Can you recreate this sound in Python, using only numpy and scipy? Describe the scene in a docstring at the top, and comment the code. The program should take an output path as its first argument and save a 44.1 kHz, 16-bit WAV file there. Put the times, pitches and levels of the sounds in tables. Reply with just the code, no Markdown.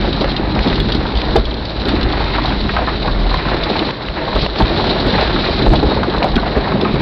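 """A low, wavering cab boom and body rumble come first, under crunching gravel and hissing tyres.
A car rolls slowly over grass and gravel, heard by a small camera held at the open driver's window.
Boom is a tone with a noise skirt; rumble, crunch and hiss are banded noise driven by random grains.
Snaps are noise bursts; knocks, thuds and ticks ring clusters of modes; one metal clink is two sines.
The hiss peaks near 4 kHz, the converter stops near 6 kHz and the loudest peaks clip."""
import sys
import numpy as np
from scipy import signal
from scipy.fft import rfft, irfft, next_fast_len
from scipy.io import wavfile
from scipy.ndimage import uniform_filter1d

SR = 44100
rng = np.random.default_rng(int(sys.argv[2]) if len(sys.argv) > 2 else 0)


def store_pcm(level_fs):
    """Save levels as 16-bit WAV."""
    pcm = np.round(np.clip(level_fs, -1, 1) * 32767).astype(np.int16)
    wavfile.write(sys.argv[1], SR, np.atleast_2d(pcm).T)


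N = 309141

# Slow levels of the rolling layers, before dips and wavering:
# start_s, boom_db, body_db, crunch_db, hiss_db [s, dB, dB, dB, dB]
ROLLING_LEVELS = [(0, -16, -18.5, -25, -27.5), (.4, -21.5, -21, -23, -31.5), (.7, -15.5, -16.5, -22, -27),
                  (1.0, -18, -19.5, -24, -29.5), (1.2, -23, -23.5, -23.5, -29),
                  (1.36, -12, -17.5, -21.5, -26.5), (1.65, -17, -21, -22, -26),
                  (1.82, -17.5, -20, -20, -26), (2.05, -16, -18, -20.5, -28), (2.3, -16, -20.5, -22, -27.5),
                  (2.6, -17.5, -21.5, -24, -28), (2.9, -19.5, -22.5, -23.5, -28),
                  (3.3, -13, -21, -21, -26.5), (3.65, -21.5, -23.5, -21, -27.5),
                  (3.9, -26, -20.5, -20.5, -26), (4.2, -26, -20, -17.5, -24.5),
                  (4.42, -18.5, -24.5, -20.5, -23.5), (4.75, -24, -16.5, -20.5, -24.5),
                  (5.1, -20, -19, -18, -22.5), (5.5, -17.5, -21, -21.5, -24.5), (5.75, -14, -12, -19, -25),
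                  (6.1, -28, -23, -21.5, -30.5), (6.3, -17, -19.5, -23.5, -30.5),
                  (6.5, -18, -23, -21, -30.5), (6.75, -30, -17.5, -20.5, -28.5),
                  (7.01, -26.5, -17, -20, -28)]
# Sudden drops of the rolling sound: start_s, depth_db, hold_s, return_s [s, dB, s, s]
ROLLING_DIPS = [(1.403, 5.5, 0.32, 0.14), (3.913, 7.5, 0.2, 0.26), (4.09, 1, 0.037, 0.081),
                (4.466, 5.5, 0.07, 0.069), (5.802, 5.5, .02, 0.013)]
# Road jolts that swell the cab boom, before its mix: crest_s, level_db, pitch_hz [s, dB, Hz]
BOOM_JOLTS = [(.13, -16, 47.1), (.27, -9.5, 47.2), (.6, -9.5, 48.1), (.72, -14, 52.3), (.8, -12, 51.2),
              (.88, -11.5, 51.2), (1.03, -18, 47.65), (1.17, -8, 53.3), (1.31, -10, 54.2),
              (1.39, -6.5, 55.4), (1.8, -13, 54.87), (1.96, -11, 53.8), (2.05, -6.5, 54.1),
              (2.22, -20.5, 52.05), (2.5, -12, 48.3), (2.64, -8, 46.04), (2.83, -13, 58.25),
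              (3.03, -18, 44), (3.3, -17, 43.3), (3.47, -21, 48), (3.65, -15.5, 53), (4.1, -18.5, 50.5),
              (4.37, -10.5, 50.44), (4.63, -7, 51.88), (4.72, -15, 48.47), (4.92, -14, 40.9),
              (5.08, -12.5, 52.8), (5.23, -13, 52.2), (5.41, -18, 42.7), (5.56, -14.5, 45.6),
              (5.7, -0.5, 47.77), (5.779, -10, 54.8), (5.86, -10, 54.4), (6.19, -15, 48.5),
              (6.36, -8.5, 49.7), (6.6, -13, 50.1), (6.95, -14.5, 50.3)]
# Noise colour of the body rumble: frequency_hz, density_db [Hz, dB per Hz]
BODY_COLOUR = [(60, 0), (100, -2.5), (140, 0.5), (178, -3), (205, 1.5), (235, -3), (285, -3.5), (320, -2),
               (355, -6), (392, -4), (450, -15.5), (600, -23.5), (800, -24)]
# Noise colour of the gravel crunch: frequency_hz, density_db [Hz, dB per Hz]
CRUNCH_COLOUR = [(300, -2), (450, 1), (650, 0), (900, -2), (1200, -6.5), (1800, -9), (2500, -14),
                 (3500, -23)]
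# Brightness of the gravel crunch, before its wavering: start_s, tilt_db [s, dB per octave]
CRUNCH_TILT = [(0, 1.5), (.5, 0.5), (1, 0.5), (1.4, -0.5), (1.7, -1.5), (2.2, 2.5), (2.55, 2.5), (3, 0),
               (3.5, 2), (3.9, 0.5), (4.2, -0.5), (4.6, -1), (5.1, 0), (5.5, 2), (5.8, -2), (6.2, -1),
               (6.6, 0), (7.01, 1)]
# Noise colour of the tyre hiss: frequency_hz, density_db [Hz, dB per Hz]
HISS_COLOUR = [(1600, -22), (2600, -16.5), (3300, -12.5), (4000, -5), (4500, -13), (5200, -21), (5800, -21),
               (6400, -43.5)]
# Dry broad snaps, before the treble loss: start_s, level_db [s, dB]
DRY_SNAPS = [(0.0115, -9.5), (0.076, -10), (0.243, -6.5), (0.5901, -4.5), (0.7287, -7), (0.8864, -10),
             (1.2162, -6), (2.7651, -5), (3.3423, -5), (3.9063, -7.5), (3.9537, -16), (4.0851, -7.5),
             (4.463, -5), (4.5582, -10), (4.6217, -7), (5.211, -4), (5.7912, -12), (6.032, -7.5),
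             (6.2272, -5), (6.3637, -5)]
# Stones knocking under the floor, before the treble loss: start_s, level_db, pitch_hz, t60_s [s, dB, Hz, s]
STONE_KNOCKS = [(0.045, -7.5, 705, 0.084), (0.215, -7, 686, 0.065), (0.242, -3, 664, 0.051),
                (0.562, -8, 773, 0.061), (1.054, -9.5, 1095, 0.065), (1.358, 4.5, 663, 0.079),
                (2.132, -9, 904, 0.054), (2.206, -7, 880, 0.076), (2.35, -9, 1570, 0.056),
                (2.383, -5, 1043, 0.055), (2.449, -8, 840, 0.065), (2.692, -9.5, 1756, 0.057),
                (2.765, -4, 1148, 0.087), (2.789, -5.5, 802, 0.069), (2.819, -8, 732, 0.12),
                (2.874, -5.5, 1108, 0.077), (3.048, -8, 633, 0.12), (3.079, -5.5, 1066, 0.072),
                (3.313, -9, 799, 0.081), (3.341, -2.5, 882, 0.07), (3.484, -9, 961, 0.084),
                (3.545, -8.5, 619, 0.071), (3.701, -5, 652, 0.065), (3.756, -7.5, 787, 0.079),
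                (4.278, -9, 877, 0.096), (4.328, -11, 901, 0.065), (4.359, -6.5, 862, 0.084),
                (4.462, -5, 649, 0.039), (4.603, 1, 790, 0.084), (4.797, -6.5, 970, 0.062),
                (4.841, -8, 708, 0.065), (4.908, -12, 627, 0.065), (4.96, -11, 665, 0.059),
                (5.21, -9, 622, 0.076), (5.361, -8.5, 1307, 0.081), (5.437, -10.5, 1464, 0.061),
                (5.487, -4, 632, 0.065), (5.664, -1.5, 710.6, 0.064), (5.736, 2.5, 652, 0.065),
                (5.828, -6, 752, 0.079), (5.926, -13, 604, 0.061), (5.973, -10.5, 896, 0.052),
                (6.031, -6.5, 1124, 0.059), (6.139, -16, 673, 0.057), (6.178, -7.5, 758, 0.078),
                (6.222, -2, 689, 0.077), (6.244, 1, 673, 0.079), (6.379, -6, 1070, 0.064),
                (6.43, -9, 813, 0.062), (6.656, -12, 890, 0.065), (6.673, -8, 884, 0.071),
                (6.72, -3.5, 965, 0.057), (6.755, -5, 605, 0.043), (6.851, -5.5, 1047, 0.074)]
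# Bumps through the suspension, before the treble loss; the swell shifts the body rumble:
# start_s, level_db, pitch_hz, swell_db [s, dB, Hz, dB]
SUSPENSION_THUDS = [(0.075, -9, 355, 0), (0.209, -8, 325, -3), (0.396, -11, 328, 1),
                    (0.477, -13.5, 132, -0.5), (0.569, -9.5, 220, -4), (0.66, -5, 286, 3),
                    (0.946, -11, 204, 7.5), (1.355, -3.5, 400, 5), (1.859, -10, 385, -1),
                    (1.929, -8.5, 312, 4.5), (2.498, -16, 202, 4), (3.459, -10, 200, 0.5),
                    (3.548, -11, 320, 3), (3.707, -6.5, 291, 0), (3.814, -10.5, 287, -1),
                    (4.355, -11, 285, 4), (4.425, -12, 139, 5), (4.596, -18, 153.4, 9),
                    (4.891, -11, 209, -1), (4.993, -16, 328, -1), (5.067, -9, 291.5, 0),
                    (5.129, -11, 160, 2), (5.343, -9, 306, 7.5), (5.483, -15, 410.5, 1),
                    (5.62, -5.5, 322.8, 4), (5.662, -5.5, 411.3, 0), (5.709, -12, 147.8, 2.5),
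                    (5.827, -8, 431, 2), (6.076, -6.5, 324, 0), (6.36, -5, 192, 6), (6.564, -5, 314, 12.5),
                    (6.742, -5.5, 176.6, 1), (6.821, -2, 319, 0.5), (6.937, -5, 190, 4)]
# Small trim and grit ticks, before the treble loss: start_s, level_db, pitch_hz [s, dB, Hz]
TRIM_TICKS = [(0.128, -8.5, 3870), (0.209, -9.5, 4070), (0.2984, -19, 4020), (0.3162, -13.5, 3900),
              (0.3634, -6, 3880), (0.5496, -11.5, 4170), (0.6725, -9.5, 4015), (0.6993, -16.5, 3570),
              (0.7544, -11, 3960), (0.8006, -9, 3410), (0.9195, -7.5, 3900), (0.9467, -11, 4260),
              (1.1518, -12, 3760), (1.1698, -11.5, 4020), (1.3618, -6.5, 3980), (1.4526, -13.5, 3950),
              (1.509, -17, 3540), (1.54, -16, 3920), (1.6517, -10.5, 3900), (1.7025, -20, 4090),
              (1.8537, -13, 3940), (1.8896, -10, 3800), (2.0099, -12, 3670), (2.0286, -9.5, 4000),
              (2.123, -12, 3800), (2.2413, -12.5, 3900), (2.4556, -9, 4070), (2.4911, -15, 3990),
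              (3.3587, -19, 3614), (3.6344, -7, 4120), (3.791, -6.5, 3300), (4.351, -12, 3660),
              (4.4179, -11, 4240), (4.585, -10.5, 4230), (4.9132, -19, 4099), (5.6236, -21, 3800),
              (5.7551, -7, 3710), (6.0975, -14, 3728), (6.1808, -12, 3950), (6.2272, -15, 3910),
              (6.355, -9, 3856), (6.8103, -10, 3900), (6.846, -17, 2510)]
# Modes of a loose metal part: pitch_hz, level_db, t60_s [Hz, dB, s]
CLINK_MODES = [(3790, -21, .3), (4250, -26, .55)]

JOLT_RISE_S, JOLT_FALL_S = 0.028, 0.028  # widths of the bell-shaped swell
BOOM_WAVER = 0.055  # random pitch spread, as a share of the pitch
GRAIN_TOP_DB = 9  # ceiling on tyre grain size, before levelling
RING_S = 0.25  # length of every blow and snap
SNAP_T60_S, SNAP_HZ = 0.013, (990, 4280)
CRACK_T60_S, CRACK_HZ = 0.012, (1210, 4830)  # dry edge at the start of a blow
KNOCK_SPREAD_OCT = 0.629
THUD_T60_S, THUD_SPREAD_OCT, SWELL_T60_S = 0.097, 0.43, 0.12
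TICK_T60_S, TICK_SPREAD_OCT = 0.054, 0.5
CLINK_S = 5.898  # moment of the tap
BLOW_TOP_HZ = 4430  # seats and trim swallow the treble of blows and snaps
SOFT_TOP = 1.23  # the capsule starts to round peaks near this size
CONVERTER_HZ, CLIP, TOP_HZ = 5990, 0.715, 15800


def undb(db):
    """Decibels to amplitude."""
    return 10 ** (np.asarray(db) / 20)


def unit(x):
    """Scale to an RMS of 1."""
    return x / np.sqrt(np.mean(x ** 2))


def add(out, start_s, sound):
    """Mix a sound in at its start time, cut at the end of the scene."""
    i = int(start_s * SR)
    out[i:i + len(sound)] += sound[:N - i]


def curves(table):
    """Straight lines through each column of a table, over the first column's times."""
    times, *columns = np.transpose(table)
    return [np.interp(np.arange(N) / SR, times, column) for column in columns]


def walk(rate):
    """Random levels drawn rate times a second and smoothed twice; RMS 1."""
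    step = int(SR / rate)
    held = np.repeat(rng.standard_normal(N // step + 1), step)
    slewed = uniform_filter1d(uniform_filter1d(held, step), step)
    return unit(slewed[:N])


def fade(t60, rise_s, length_s=RING_S):
    """Time axis and envelope of a blow: quick rise, exponential fall."""
    t = np.arange(int(length_s * SR)) / SR
    return t, 1000 ** (-t / t60) * (1 - np.exp(-t / rise_s))


def resonance(x, hz, width):
    """One resonant peak, width in Hz."""
    return signal.lfilter(*signal.iirpeak(hz, hz / width, SR), x)


def double_resonance(x, hz, width):
    """The same peak twice for steeper skirts, levelled to RMS 1."""
    return unit(resonance(resonance(x, hz, width), hz, width))


def grit(rate, scatter_db, top_db, grain_s):
    """Envelope of random grains with sudden starts and short tails; few are large, sizes capped."""
    when, size = rng.random(N), rng.exponential(size=N)
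    starts = (when < rate / SR) * undb(np.minimum(scatter_db * size, top_db))
    return unit(signal.lfilter([1], [1, -np.exp(-1 / (grain_s * SR))], starts))


def texture(colour, grains, smooth_db, flicker_db, flicker_rate, tilt_db=0, pivot_hz=1000):
    """Third-octave bands of noise, steady part plus shared grains, each band flickering alone."""
    hz, db = np.transpose(colour)
    size = next_fast_len(N)
    octaves = np.log2(np.fft.rfftfreq(size, 1 / SR) + 1)
    noise = rng.standard_normal(N) * (undb(smooth_db) + grains)
    spectrum = rfft(noise, size) * undb(np.interp(octaves, np.log2(hz), db, -99, -99))
    out = 0
    for centre in np.arange(np.log2(hz[0]), np.log2(hz[-1]), 1 / 3):
        overlap = np.clip(1 - 3 * abs(octaves - centre), 0, 1)  # triangular band
        band = irfft(spectrum * overlap, size)[:N]
        tilt = tilt_db * (centre - np.log2(pivot_hz))
        out = out + band * undb(flicker_db * walk(flicker_rate) + tilt)
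    return unit(out)


def dips_db():
    """Each dip falls at once, holds, then climbs back in a straight line in dB."""
    t = np.arange(N) / SR
    out = np.zeros(N)
    for start_s, depth_db, hold_s, return_s in ROLLING_DIPS:
        remaining = np.clip(1 - (t - start_s - hold_s) / return_s, 0, 1)
        out -= (t > start_s) * depth_db * remaining
    return out


def boom(steady_db):
    """Engine shake and road jolts pump the air in the cab: a wavering low tone with a rough skirt."""
    t = np.arange(N) / SR
    size = undb(steady_db + 1.8 * walk(15))
    for crest_s, db, _ in BOOM_JOLTS:
        width_s = np.where(t < crest_s, JOLT_RISE_S, JOLT_FALL_S)
        swell = undb(db) * np.exp(-((t - crest_s) / width_s) ** 2)
        size = np.maximum(size, swell)
    _, hz = curves(BOOM_JOLTS)
    wavering_hz = hz * (1 + BOOM_WAVER * walk(23))
    tone = np.sqrt(2) * np.sin(2 * np.pi * np.cumsum(wavering_hz) / SR)
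    skirt = double_resonance(rng.standard_normal(N), 38, 50)
    return size * (0.53 * tone + 0.35 * skirt)


def swells_db():
    """The body rumble shifts in level for a moment after a bump, mostly louder."""
    out = np.zeros(N)
    shape = fade(SWELL_T60_S, 0.0064)[1]
    for start_s, _, _, db in SUSPENSION_THUDS:
        add(out, start_s, db * shape / shape.max())
    return out


def body_rumble(body_db):
    """Body panels rumble as mostly steady low noise, shifted in level by the bumps."""
    grains = grit(35, 7.4, 7.7, 0.011)
    noise = texture(BODY_COLOUR, grains, smooth_db=16.5, flicker_db=0.83, flicker_rate=3.02)
    return undb(body_db + swells_db() + 0.54 * walk(14)) * noise


def gravel_crunch(stones, fines):
    """Stones and crushed grit under the tyres excite middle noise of drifting brightness."""
    tilt = curves(CRUNCH_TILT)[0] + 0.36 * walk(8)
    return texture(CRUNCH_COLOUR, stones + 0.47 * fines, smooth_db=3,
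                   flicker_db=1.06, flicker_rate=12, tilt_db=tilt)


def tyre_hiss(stones, fines):
    """High noise follows the crunch's stones and grit, plus finer chips of its own."""
    chips = grit(100, 1.4, GRAIN_TOP_DB, 0.0077)
    return texture(HISS_COLOUR, 0.12 * stones + chips + 0.35 * fines, smooth_db=2,
                   flicker_db=0.3, flicker_rate=23, tilt_db=0.55 * walk(15), pivot_hz=3800)


def tyres(crunch_db, hiss_db):
    """Crunch and hiss share their grains and the unevenness of the ground."""
    stones = grit(70, 1.3, GRAIN_TOP_DB, 0.012)
    fines = grit(500, 6.4, GRAIN_TOP_DB, 0.0017)  # dense crackle of crushed grit
    patchy = walk(15)
    crunch = undb(crunch_db + 0.8 * patchy) * gravel_crunch(stones, fines)
    return crunch + undb(hiss_db + 0.7 * patchy) * tyre_hiss(stones, fines)


def noise_burst(noise, band_hz, t60, rise_s):
    """Band-passed noise with a quick rise and fall, peak 1."""
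    burst = signal.lfilter(*signal.butter(1, band_hz, "band", fs=SR), noise) * fade(t60, rise_s)[1]
    return burst / abs(burst).max()


def snaps():
    """Very short dry bursts of noise, broad across the middle and treble."""
    out = np.zeros(N)
    for start_s, db in DRY_SNAPS:
        noise = rng.standard_normal(int(RING_S * SR))
        add(out, start_s, undb(db) * noise_burst(noise, SNAP_HZ, SNAP_T60_S, 0.00027))
    return out


def hits(table, spread, clean, rise_s, crack_db, t60=None, count=6):
    """Each blow cracks and rings panel modes around its pitch, inside a burst of noise.

    spread is in octaves, clean is the share of modes against noise, crack_db is relative to the ring.
    """
    out = np.zeros(N)
    for start_s, db, hz, *more in table:
        noise = rng.standard_normal(int(RING_S * SR))
        t, shape = fade(t60 or more[0], rise_s)
        place = np.linspace(-1, 1, count) + 0.1363 * rng.standard_normal(count)
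        mode_hz = hz * 2 ** (spread * place)
        modes = np.exp(-1.2 * place ** 2) @ np.sin(2 * np.pi * np.outer(mode_hz, t))
        burst = double_resonance(noise, hz, hz * 1.35 * spread)
        ring = shape * (clean * unit(modes) + (1 - clean) * burst)
        crack = noise_burst(noise, CRACK_HZ, CRACK_T60_S, 0.00016)
        add(out, start_s, undb(db) * (ring / abs(ring).max() + undb(crack_db) * crack))
    return out


def knocks():
    """Stones pop and knock under the floor, each with its own ring time."""
    return hits(STONE_KNOCKS, KNOCK_SPREAD_OCT, 0.63, 0.00017, crack_db=-18.5)


def thuds():
    """Bumps through the suspension ring low panel modes with a softer start."""
    return hits(SUSPENSION_THUDS, THUD_SPREAD_OCT, 0.45, 0.0028, crack_db=-17.5, t60=THUD_T60_S)


def ticks():
    """Trim and grit tick with high, brief modes and a strong crack."""
    return hits(TRIM_TICKS, TICK_SPREAD_OCT, 0.6, 0.0005, crack_db=-6, t60=TICK_T60_S)


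def clink():
    """One tap on a loose metal part rings two fading sines."""
    out = np.zeros(N)
    for hz, db, t60 in CLINK_MODES:
        t, shape = fade(t60, 0.0011, length_s=0.98)
        add(out, CLINK_S, undb(db) * shape * np.sin(2 * np.pi * hz * t))
    return out


def scene():
    """Rolling layers under the dips, then muffled blows and the clink on top."""
    boom_db, body_db, crunch_db, hiss_db = curves(ROLLING_LEVELS)
    dips = dips_db()
    low_air = boom(boom_db + 0.6 * dips)  # the steady boom dips less
    rolling = low_air + undb(dips) * (body_rumble(body_db) + tyres(crunch_db, hiss_db))
    blows = snaps() + knocks() + thuds() + ticks()
    muffled = signal.sosfilt(signal.butter(4, BLOW_TOP_HZ, fs=SR, output="sos"), blows)
    return (rolling + muffled + clink())[None]


def record(dry):
    """The capsule rounds peaks, the converter's band fades and ends; clipping splashes faintly above."""
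    rounded = SOFT_TOP * np.tanh(dry / SOFT_TOP)
    faded = signal.sosfilt(signal.butter(6, 5300, fs=SR, output="sos"), rounded)
    narrow = signal.sosfilt(signal.ellip(10, 0.2, 90, CONVERTER_HZ, fs=SR, output="sos"), faded)
    clipped = np.clip(narrow, -CLIP, CLIP)
    return signal.sosfilt(signal.ellip(8, 0.1, 70, TOP_HZ, fs=SR, output="sos"), clipped)


dry = scene()
out = record(dry)
store_pcm(out)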